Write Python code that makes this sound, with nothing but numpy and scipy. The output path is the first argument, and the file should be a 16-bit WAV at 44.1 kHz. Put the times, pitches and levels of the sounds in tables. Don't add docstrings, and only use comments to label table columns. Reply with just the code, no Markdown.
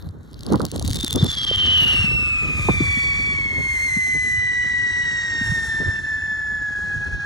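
import sys
import numpy as np
from scipy import signal
from scipy.fft import rfft, irfft, next_fast_len
from scipy.io import wavfile
from scipy.ndimage import uniform_filter1d

SR = 44100
rng = np.random.default_rng(int(sys.argv[2]) if len(sys.argv) > 2 else 0)


def transcribe(u):
    v = np.clip(np.atleast_2d(u).T, -1, 1)
    q = np.round(v * 32767).astype(np.int16)
    wavfile.write(sys.argv[1], SR, q)


def amplitude_ratio(level_db):
    exponent = np.asarray(level_db, float) / 20
    return 10 ** exponent


N = 319725
T = np.arange(N) / SR

# time in seconds, pitch in Hz.
PITCH = [(.7, 3866), (1.0, 3627), (1.28, 3493), (1.56, 3103), (1.84, 2879), (2.4, 2524), (2.6, 2452),
         (2.82, 2328), (2.96, 2261), (3.2, 2280), (3.66, 2136), (3.94, 2060), (4.25, 2005), (5.06, 1922),
         (5.5, 1840), (6.0, 1762), (6.75, 1692), (7.25, 1652)]
# time in seconds, whistle in dB, overtones in dB,
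# brightness in dB per multiple.
SCREAM = [(.2, -60.5, -68, -9), (.5, -32.5, -62, 0.1), (.86, -31, -45, 0.1), (1.0, -23.5, -42, 2),
          (1.28, -25.5, -25, -18), (1.5, -15.5, -37, 5), (1.82, -3, -13.5, 4.5), (2.12, -18, -28, -6),
          (2.4, -20, -30.5, -3.5), (2.56, -24.5, -40.5, -11), (3.05, -18.5, -31.5, -13),
          (3.5, -23.5, -36, -4), (3.88, -19.5, -23, 0.5), (4.7, -20, -30.5, -3), (5.3, -23.5, -24, -2.5),
          (5.76, -24, -28.5, -4.5), (6.15, -24.5, -33, -1), (7.25, -27.5, -40, 1.5)]
# time in seconds, raggedness (a factor),
# share of clean tone from 0 to 1, sparks per second.
BURNING = [(0, 1.5, 0, 30), (.5, 1.5, 0, 60), (.82, 1.5, 0, 200), (.95, 1.6, .1, 400), (1.05, 1.6, .5, 80),
           (1.2, 1.8, .7, 30), (1.55, 2.0, .55, 0), (1.95, 2.1, .6, 0), (2.15, .7, .97, 0),
           (2.45, .7, .93, 0), (2.6, 1.0, .8, 0), (2.8, .7, .9, 0), (3.0, .5, .95, 0), (3.9, .5, .97, 0),
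           (4.1, .32, .98, 0), (7.25, .28, .98, 0)]
# multiple of the pitch, level in dB.
OVERTONES = [(2, -15.5), (3, -13.5), (4, -16.5), (5, -23.5), (6, -31)]
# time in seconds, its own level in dB, level of its mixing tones in dB.
LOW_TONE = [(.41, -56, -58), (1.56, -24, -36), (2.1, -31, -40), (2.45, -31.5, -48), (2.7, -31.5, -30),
            (3.0, -31.5, -27), (3.35, -33, -32.5), (3.6, -40.5, -33.5), (3.9, -40, -40), (4.2, -61, -35),
            (4.55, -48, -30.5), (4.8, -43, -30), (5.4, -39.5, -27.5), (5.75, -38.5, -39),
            (6.1, -44.5, -36.5), (6.6, -42.5, -46), (6.95, -42, -36), (7.25, -37, -35)]
# multiple of the whistle, multiple of the low tone,
# level in dB.
MIXING = [(0, 1, -4), (1, -1, -6.5), (0.999, 1, -3), (1.999, 1, -13.5), (3, 1, -14.5)]
# time in seconds, rise in seconds, fall in seconds, pitch lift in Hz.
HITCHES = [
    (1.8, .2, 0.059, 70),
    (2.66, 0.021, 0.12, 40.5),
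    (3.735, 0.0952, 0.028, 22.5),
    (3.77, 0.035, 0.0378, -19.5),
    (3.86, 0.088, 0.013, 63.5),
    (1.84, 0.0385, 0.016, -69),
    (2.1, 0.0597, 0.0184, -61.5),
    (3.21, 0.1107, 0.108, 12),
    (6.8, 0.066, 0.092, -13),
    (5.55, 0.0667, 0.021, 20),
]
# time in seconds, half length in seconds,
# whistle lost in dB (negative is a gain).
STUMBLES = [
    (3.071, 0.0069, -2),
    (5.432, 0.09, -2),
    (6.023, 0.029, 9),
    (6.748, 0.0044, 13),
    (7.0, 0.025, 4),
    (7.101, 0.022, 9),
    (7.179, 0.028, 9),
]
# frequency in Hz, level in dB.
ROAR_COLOUR = [(2800, -37), (4000, 9), (5200, 14), (6800, -21), (9000, -16)]
# time in seconds, level in dB.
JET = [(0, -51), (.13, -70), (.19, -72), (.5, -49), (.86, -54.5), (1.0, -41.5), (1.35, -38), (1.6, -38),
       (1.85, -28.5), (2.3, -48.5), (2.9, -43.5), (3.4, -49), (4.3, -51), (5.3, -43), (5.8, -43.5),
       (6.3, -57), (7.25, -47.5)]
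# frequency in Hz, level in dB.
HISS = [(400, -8.5), (900, 3.5), (1800, 9), (3500, 6), (6000, 5), (9000, -56), (12000, -56)]
# frequency in Hz, level in dB.
DAMP_HISS = [(400, -9), (1700, 7.5), (2700, -8), (3900, 10), (5200, -7), (8000, -14), (12000, 3),
             (16000, -4)]
# crest in seconds, rise in seconds,
# fall in seconds, level in dB.
FLARES = [
    (0.93, 0.23, 0.8, 19.5),
    (.76, .05, .06, 19),
    (1.6, 1, 1.34, 18.5),
    (2.76, 0.63, 0.86, 21),
    (3.95, 0.71, 0.48, 22.5),
    (4.2, 0.36, 0.45, 21.5),
    (5.5, 0.19, 0.8, 19.5),
    (6.9, 0.27, 0.27, 6),
    (3.25, 0.35, 0.28, 15),
    (4.62, 0.22, 0.23, 8.5),
]
# frequency in Hz, level in dB.
FIZZ_COLOUR = [(2500, -42), (4300, -18), (6500, -6), (10000, -8), (13000, -17), (15500, -14.5)]
# time in seconds, level in dB.
EARLY_POPS = [(0.0237, -40), (0.0884, -39), (.3303, -39), (0.3416, -33.5), (0.391, -37), (0.522, -17.5),
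              (0.5256, -31), (.603, -34.5), (0.407, -32), (.432, -25), (0.4639, -21.5), (.5023, -40),
              (0.5327, -23), (0.5561, -21), (0.58, -51), (0.5958, -25.5), (0.616, -19), (.629, -42),
              (0.6509, -12), (0.664, -22.5), (0.686, -57), (0.7147, -15.5), (0.76, -17.5), (0.7785, -32),
              (0.7947, -13.5)]
# time in seconds, level in dB, choke of
# the whistle in dB.
CRACKS = [(.853, -28, -2), (0.8619, -25, 5), (0.895, -27, -2), (0.903, -18, -10), (.925, -29, -1),
          (.961, -19, 0), (1.162, -38, 2), (1.198, -39, 3), (1.225, -34, 12), (1.238, -25, -4),
          (1.287, -29, -3.5), (0.8833, -29, 8), (.944, -17, -4), (1.138, -20, 20), (.824, -19.5, 15.5),
          (0.848, -17, -4), (0.8766, -15, -8), (0.9105, -16, 9), (0.931, -13, 8), (0.9562, -14, -15),
          (0.969, -19.5, 22), (.988, -25.5, 4.5), (0.9999, -25, -7), (1.009, -13.5, 16), (1.03, -16, 5.5),
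          (1.045, -4, 19), (1.079, -11.5, 21), (1.1066, -11, 15), (1.0637, -28, 2), (1.179, -35, 3),
          (1.328, -22, 1), (1.337, -28, 0), (1.343, -30, 3), (1.374, -37, 1), (1.385, -20, 3),
          (1.394, -46, 5), (1.432, -21, 2), (1.666, -38, 1), (1.807, -22, 6), (1.1275, -6.5, 7),
          (1.1575, -9, 18), (1.2432, -15, 14), (1.2667, -28, 10.5), (1.3015, -22, 1.5), (1.315, -15, 5),
          (1.351, -26.5, 12), (1.415, -32, 8), (1.448, -16, 23), (1.504, -25, 13), (1.5587, -17.5, 21.5),
          (1.8477, -15.5, 19.5)]
# frequency in Hz, level in dB.
CRACK_COLOUR = [(1500, 0), (3000, 11.5), (5000, 12.5), (9500, 13.5), (13000, 0), (16000, 2)]
# frequency in Hz, level in dB.
PATH = [(4300, 0), (5000, -6), (5600, 0), (8300, 0), (9000, -6), (9800, -3), (12000, -6), (15500, -12),
        (16500, -50)]
# frequency in Hz, lead of the left port in radians.
LEAD = [(1600, .1), (2240, 2.42), (2750, 3.8), (4350, 6.25), (5150, 7.3), (6400, 6.8), (8870, 8.6),
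        (9900, 6.35)]
# frequency in Hz, time to fall by 60 dB in seconds.
YARD = [(500, 0.4), (2000, 0.51), (8000, 0.053)]
# time in seconds, level in dB, centre in Hz, left over right in dB.
SLAPS = [(0.06, -24, 126, 14), (0.48, -15.5, 202, 2), (.501, -15, 420, -8), (0.52, -6, 310, -2),
         (0.54, -6.5, 274, -4), (0.597, -11, 390, -8), (0.614, -13, 141, 6), (0.722, -22, 312, -7),
         (0.84, -18, 204, 15), (0.897, -17.5, 228, 9), (1.035, -11.5, 235, 6), (1.158, -12.5, 239, 13.5),
         (1.222, 0, 145, 2), (.935, -15, 110, 2), (1.172, -18, 95, 3), (.643, -20, 520, -8),
         (.735, -24, 450, -3), (1.207, -17, 300, 0), (.757, -22, 510, -11), (.785, -26, 330, -4),
         (.812, -23, 590, -12), (5.83, -25, 420, -8), (1.51, -14, 419.5, -10), (2.038, -10, 171, 8),
         (2.59, -14, 122, 3), (2.685, -4, 343.5, -5), (2.686, -4.5, 735, -13), (0.542, -12, 920, -17),
         (0.604, -13, 990, -13), (.523, -16, 800, -17), (2.803, -4.5, 257, 5), (2.814, -6.5, 128, 0),
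         (2.968, -16, 196, -7), (3.284, -21, 182, -5), (3.964, -13.5, 186, 6), (5.409, -14.5, 197, 0),
         (5.488, -12, 99.9, -7), (5.513, -11.5, 149, -5), (5.792, -33, 139.4, -.5), (5.799, -21.5, 331, 2),
         (5.815, -24, 300, 4), (5.858, -26, 291, -4), (4.069, -34, 600, -15), (5.876, -10.5, 98, -1)]
# time in seconds, level in dB.
WIND = [(0.0, -39), (.3, -43), (.58, -32), (.72, -38.5), (.89, -20.5), (1.08, -34.5), (1.2, -26.5),
        (1.38, -37.5), (1.71, -20.5), (2.16, -22.5), (2.3, -33.5), (2.75, -22.5), (2.9, -30), (4.2, -37.5),
        (5.25, -40), (5.5, -34), (6.2, -43), (7.1, -35.5)]
# time in seconds, half length in seconds, rumble in dB, flutter in dB.
BUFFETS = [(0.071, 0.13, -28.5, -39.5), (0.541, 0.12, -27, -16.5), (0.62, 0.095, -27, -15),
           (0.787, 0.13, -34, -24), (1.168, 0.041, -30, -17.5), (1.238, 0.077, -20, -22),
           (1.689, 0.15, -30, -24), (2.594, 0.027, -28, -17.5), (2.699, 0.024, -41, -13.5),
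           (2.814, 0.027, -28, -21.5), (3.6, 0.24, -31, -32.5), (4.158, 0.065, -22.5, -32.5),
           (4.368, 0.14, -28.5, -48), (5.491, 0.049, -35, -35.5), (5.81, 0.056, -27.5, -29.5),
           (5.876, 0.054, -21.5, -28), (6.623, 0.14, -37.5, -41), (6.98, 0.062, -25.5, -35),
           (7.148, 0.047, -21.5, -32.5)]
# frequency in Hz, level in dB.
RUMBLE = [(20, -46.5), (35, -15.5), (55, -2), (90, 0.5), (150, -10), (300, -41), (600, -67), (2000, -100)]
# frequency in Hz, level in dB.
FLUTTER = [(60, -44), (140, 5), (250, 2), (400, -4.5), (700, -16), (1200, -19), (2000, -40.5), (4000, -100)]
# start in seconds, end in seconds,
# low edge in Hz, high edge in Hz, share of the time lost from 0 to 1.
HOLES = [
    (.5, 1.45, 2380, 2750, .7),
    (1.45, 2.1, 2380, 2560, .75),
    (1.3, 5.3, 8750, 9300, .55),
    (5.3, 7.25, 8750, 9100, .12),
    (1.6, 3.9, 4950, 5150, .3),
    (2.1, 7.25, 7050, 7400, .12),
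    (4.4, 7.25, 11800, 14000, .35),
    (1.2, 7.25, 12500, 14500, .4),
    (1.2, 7.25, 14500, 16600, .75),
    (2, 7.25, 9250, 12500, .1),
]


def evened(x):
    return x / np.sqrt(np.mean(x ** 2) + 1e-20)


def read(points, hz):
    f, value = np.transpose(points)
    return np.interp(np.log(hz + 1), np.log(f + 1), value)


def column(rows, k):
    return np.interp(T, np.array(rows)[:, 0], np.array(rows)[:, k])


def coloured(x, points):
    n = x.shape[-1]
    return irfft(rfft(x) * amplitude_ratio(read(points, np.fft.rfftfreq(n, 1 / SR))), n)


def drift(rate_hz, channels=1):
    white = rng.standard_normal((channels, N))
    return evened(signal.lfilter(*signal.butter(2, rate_hz, fs=SR), white))


def swell(s, rise, fall):
    return np.interp(T, [s - rise, s, s + fall], [0, 1, 0])


def wave(turns):
    return np.cos(2 * np.pi * turns)


def fuzz(turns, width_hz):
    a, b = drift(width_hz, channels=2)
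    return a * wave(turns) + b * np.sin(2 * np.pi * turns)


def add(mix, s, sound):
    part = mix[..., round(s * SR):][..., :sound.shape[-1]]
    part += sound[..., :part.shape[-1]]


def tube_tone(turns, clean):
    halo = 0.8 * clean * fuzz(turns, 248) + 0.23 * fuzz(1.03 * turns, 1250)
    clear = np.sqrt(2) * wave(turns) + 0.33 * fuzz(turns, 52)
    return np.sqrt(clean) * clear + np.sqrt(1 - clean) * halo


def overtones(turns, pitch):
    out, bright_db = np.zeros(N), column(SCREAM, 3)
    for k, db in OVERTONES:
        faint_db = -np.maximum(k * pitch - 11000, 0) / 250
        line = 0.82 * wave(k * turns) + 0.36 * fuzz(k * turns, 28 * k)
        out += amplitude_ratio(db + faint_db + (k - 3) * bright_db) * line
    return out


def mixing_tones(turns, pitch, glide, clean, unrest):
    free_hz = 1202
    free_pitch = free_hz * (1 + 0.0068 * unrest * drift(32.2)[0])
    low = np.cumsum(np.minimum(pitch / 2, free_pitch)) / SR
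    locked = np.clip((2.1 * free_hz - glide) / 200, .1, 1)
    sharp = clean * np.interp(glide, [2100, 2250], [.35, 1])
    low_db, mixing_db = column(LOW_TONE, 1), column(LOW_TONE, 2)
    out = np.zeros(N)
    for k, m, db in MIXING:
        both = k * turns + m * low
        level = amplitude_ratio(db + (mixing_db if k * m > 0 else low_db)) * locked ** (k > 1)
        out += level * (0.5 * sharp * wave(both) + 0.31 * fuzz(both, 40 + 20 * k))
    return out + amplitude_ratio(mixing_db - 15.5 + 7.4 * swell(2.95, .2, 0.32)) * fuzz(.86 * turns, 60)


def whistle():
    unrest, clean = column(BURNING, 1), np.clip(column(BURNING, 2), 0, 1)
    glide = column(PITCH, 1) + sum(hz * swell(s, rise, fall) for s, rise, fall, hz in HITCHES)
    uneven = 1 + .003 * drift(5)[0]
    shaky = 1 + .006 * unrest * drift(35)[0] + .007 * unrest * drift(160)[0]
    pitch = glide * uneven * shaky
    turns = np.cumsum(pitch) / SR
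    lost_db = sum(db * swell(s, half, half) for s, half, db in STUMBLES)
    flicker = amplitude_ratio(0.12 * unrest * np.tanh(drift(100)[0]) - lost_db)
    settled = np.interp(T, [1.2, 1.8], [0, 1])
    upper = amplitude_ratio(column(SCREAM, 2)) * overtones(turns, pitch)
    upper += mixing_tones(turns, pitch, glide, clean, unrest)
    return flicker * (amplitude_ratio(column(SCREAM, 1)) * tube_tone(turns, clean) + settled * upper)


def roar():
    rush = rng.standard_normal(N) * amplitude_ratio(3.2 * drift(70)[0])
    return amplitude_ratio(-31) * swell(1.45, 0.5, .62) * evened(coloured(rush, ROAR_COLOUR))


def choke(regrow_s):
    dip_db, u = np.zeros(N), np.arange(2500) / SR
    early = [(*row, 10.5) for row in EARLY_POPS]
    for s, _, depth_db in early + CRACKS:
        dip = np.minimum(u / 0.00056, 1) * np.exp(-(u / regrow_s) ** 2)
        add(dip_db, s + 0.0029, max(depth_db, 0) * dip)
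    return amplitude_ratio(-np.minimum(dip_db, 30))


def flame():
    sputter = amplitude_ratio(2.0 * drift(90)[0]) * amplitude_ratio(1.0 * drift(8.3)[0])
    calming = np.interp(T, [2, 2.4], [1, .4])
    jet, edge = rng.standard_normal((2, N)) * sputter ** calming
    caught = np.interp(T, [.85, 1.05], [0, 1])
    hiss = caught * evened(coloured(jet, HISS))
    hiss += (1 - caught) * amplitude_ratio(1.5) * evened(coloured(jet, DAMP_HISS))
    spark_size = amplitude_ratio(4.2 * np.minimum(rng.exponential(1, N), 3)) * rng.choice([-1, 1], N)
    sparks = (rng.random(N) < column(BURNING, 3) / SR) * spark_size
    body = amplitude_ratio(column(JET, 1) + 0.5) * (hiss + 3.7 * coloured(sparks, CRACK_COLOUR))
    flare_db = np.max([db * np.minimum(1.3 * swell(s, rise, fall), 1)
                       for s, rise, fall, db in FLARES], axis=0)
    unlit_db = -14.5 * swell(.2, 1, .3)
    fizz = amplitude_ratio(-61.5 + unlit_db + flare_db) * amplitude_ratio(1.0 * drift(6)[0])
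    fizz = fizz * evened(coloured(edge, FIZZ_COLOUR))
    return body * choke(0.013) + fizz * choke(0.01)


def pops():
    out, u, pitch = np.zeros(N), np.arange(600) / SR, column(PITCH, 1)
    grit = rng.standard_normal((len(EARLY_POPS + CRACKS), 600))
    for (s, db, *_), g in zip(EARLY_POPS + CRACKS, grit):
        away = abs(u - .0015)
        burst = g * np.exp(-away / np.where(u < .0015, .00015, .0007))
        shock = 2.0 * (np.arange(600) == 66) + burst
        crack = coloured(shock, CRACK_COLOUR + [(17000, -37.0)])
        ring = np.sin(2 * np.pi * pitch[round(s * SR)] * 1.139 * u) * np.exp(-away / 0.00018)
        ring_db = -15.5 + 0.16 * db + min(db + 29.5, 0)
        add(out, s, amplitude_ratio(db) * 1.02 * crack / abs(crack).max() + amplitude_ratio(ring_db) * ring)
    return out


def ports(x):
    n = next_fast_len(N + 2048)
    half = np.exp(.5j * read(LEAD, np.fft.rfftfreq(n, 1 / SR)))
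    return irfft(rfft(x, n) * np.array([half, 1 / half]), n)[:, :N]


def yard(x):
    taps = np.zeros((2, SR // 2))
    at = np.arange(200, SR // 2 - 20, 20) + rng.integers(0, 20, (2, (SR // 2 - 201) // 20))
    np.put_along_axis(taps, at, rng.choice([-1., 1.], at.shape), 1)
    hz, t, z = signal.stft(taps, SR, nperseg=256)
    fade = amplitude_ratio(-60 * t / read(YARD, hz)[:, None])
    tail = signal.istft(z * fade, SR, nperseg=256)[1]
    return signal.fftconvolve(x[None], tail / np.linalg.norm(tail[0]), axes=1)[:, :N]


def slaps():
    out, u = np.zeros((2, N)), np.arange(2200) / SR
    band = signal.butter(4, [300, 1400], "band", fs=SR)
    grit = signal.lfilter(*band, rng.standard_normal((len(SLAPS), 2, 2200)))
    for (s, db, hz, pan_db), g in zip(SLAPS, grit):
        hump = np.sin(np.pi * np.minimum(u * hz / 3.05, 1)) ** 2
        push = hump * np.sin(2 * np.pi * hz * u * (1.2 - 8 * u))
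        rasp_db = -29 + 0.0631 * np.clip(hz - 250, 0, 140)
        rasp = np.sin(np.pi * np.minimum(u / 0.014, 1)) ** 2 * g * 5.4 * amplitude_ratio(rasp_db)
        sides = amplitude_ratio(np.array([[pan_db / 2], [-pan_db / 2]]))
        add(out, s, amplitude_ratio(db - 5.0) * sides * (push + rasp))
    return out


def gusts(steady, k, points, shared, lump_db, lump_hz):
    a, b, c = rng.standard_normal((3, N))
    pair = np.sqrt(shared) * a + np.sqrt(1 - shared) * np.array([b, c])
    buffets = [amplitude_ratio(row[k]) * swell(row[0], row[1], row[1]) ** 2 for row in BUFFETS]
    push = np.max([steady] + buffets, axis=0)
    lumps = amplitude_ratio(lump_db * np.tanh(drift(lump_hz)))
    return push * evened(coloured(pair, points) * lumps)


def wind():
    gust_db = column(WIND, 1)
    flutter_db = -40.5 + 0.78 * (gust_db + 35.5)
    rumble = gusts(amplitude_ratio(gust_db), 2, RUMBLE, shared=0.68, lump_db=3.1, lump_hz=20.0)
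    return rumble + gusts(amplitude_ratio(flutter_db), 3, FLUTTER, shared=0.042, lump_db=7.3, lump_hz=20.2)


def night_air():
    colour = [(200, -8.0), (1500, 32.0), (4000, -16), (9000, -23), (16000, -57)]  # (Hz, dB)
    return amplitude_ratio(-62) * evened(coloured(rng.standard_normal((2, N)), colour))


def masked(x):
    hz, t, z = signal.stft(x.mean(0), SR, nperseg=1024)
    pitch = np.interp(t, *np.transpose(PITCH))
    above = hz[:, None] > pitch + 360
    below = hz[:, None] < np.maximum(pitch + 620, 3040)
    share = .82 * (above & below & (t > 2.05))
    for start, end, low, high, part in HOLES:
        share += part * np.outer((hz > low) & (hz < high), (t > start) & (t < end))
    chance = np.repeat(np.repeat(rng.random((len(t) // 4 + 1, 65)), 4, axis=0), 8, axis=1)
    lost = z * (chance[:len(t), :len(hz)].T < share)
    return x - signal.istft(lost, SR, nperseg=1024)[1][:N]


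def scene():
    cracks = pops()
    firework = coloured((whistle() + roar()) * choke(0.013) + flame(), PATH) + cracks
    skim = amplitude_ratio(-11) * np.roll(cracks, 6) * [[1], [-1]]
    echoes = amplitude_ratio(-25) * yard(firework)
    return ports(firework) + skim + echoes + slaps() + wind() + night_air()


def top_cut(x):
    return signal.sosfilt(signal.butter(12, 16620, fs=SR, output="sos"), x)


def record(dry):
    shrill = signal.lfilter(*signal.butter(2, 1500, "high", fs=SR), dry)
    power = abs(uniform_filter1d((shrill ** 2).mean(0), 130))
    power_db = 10 * np.log10(power + 1e-12)
    over_db = uniform_filter1d(np.maximum(power_db + 21.5, 0), 130)
    return top_cut(masked(dry) / amplitude_ratio(.6 * over_db))


dry = scene()
out = record(dry)
transcribe(out)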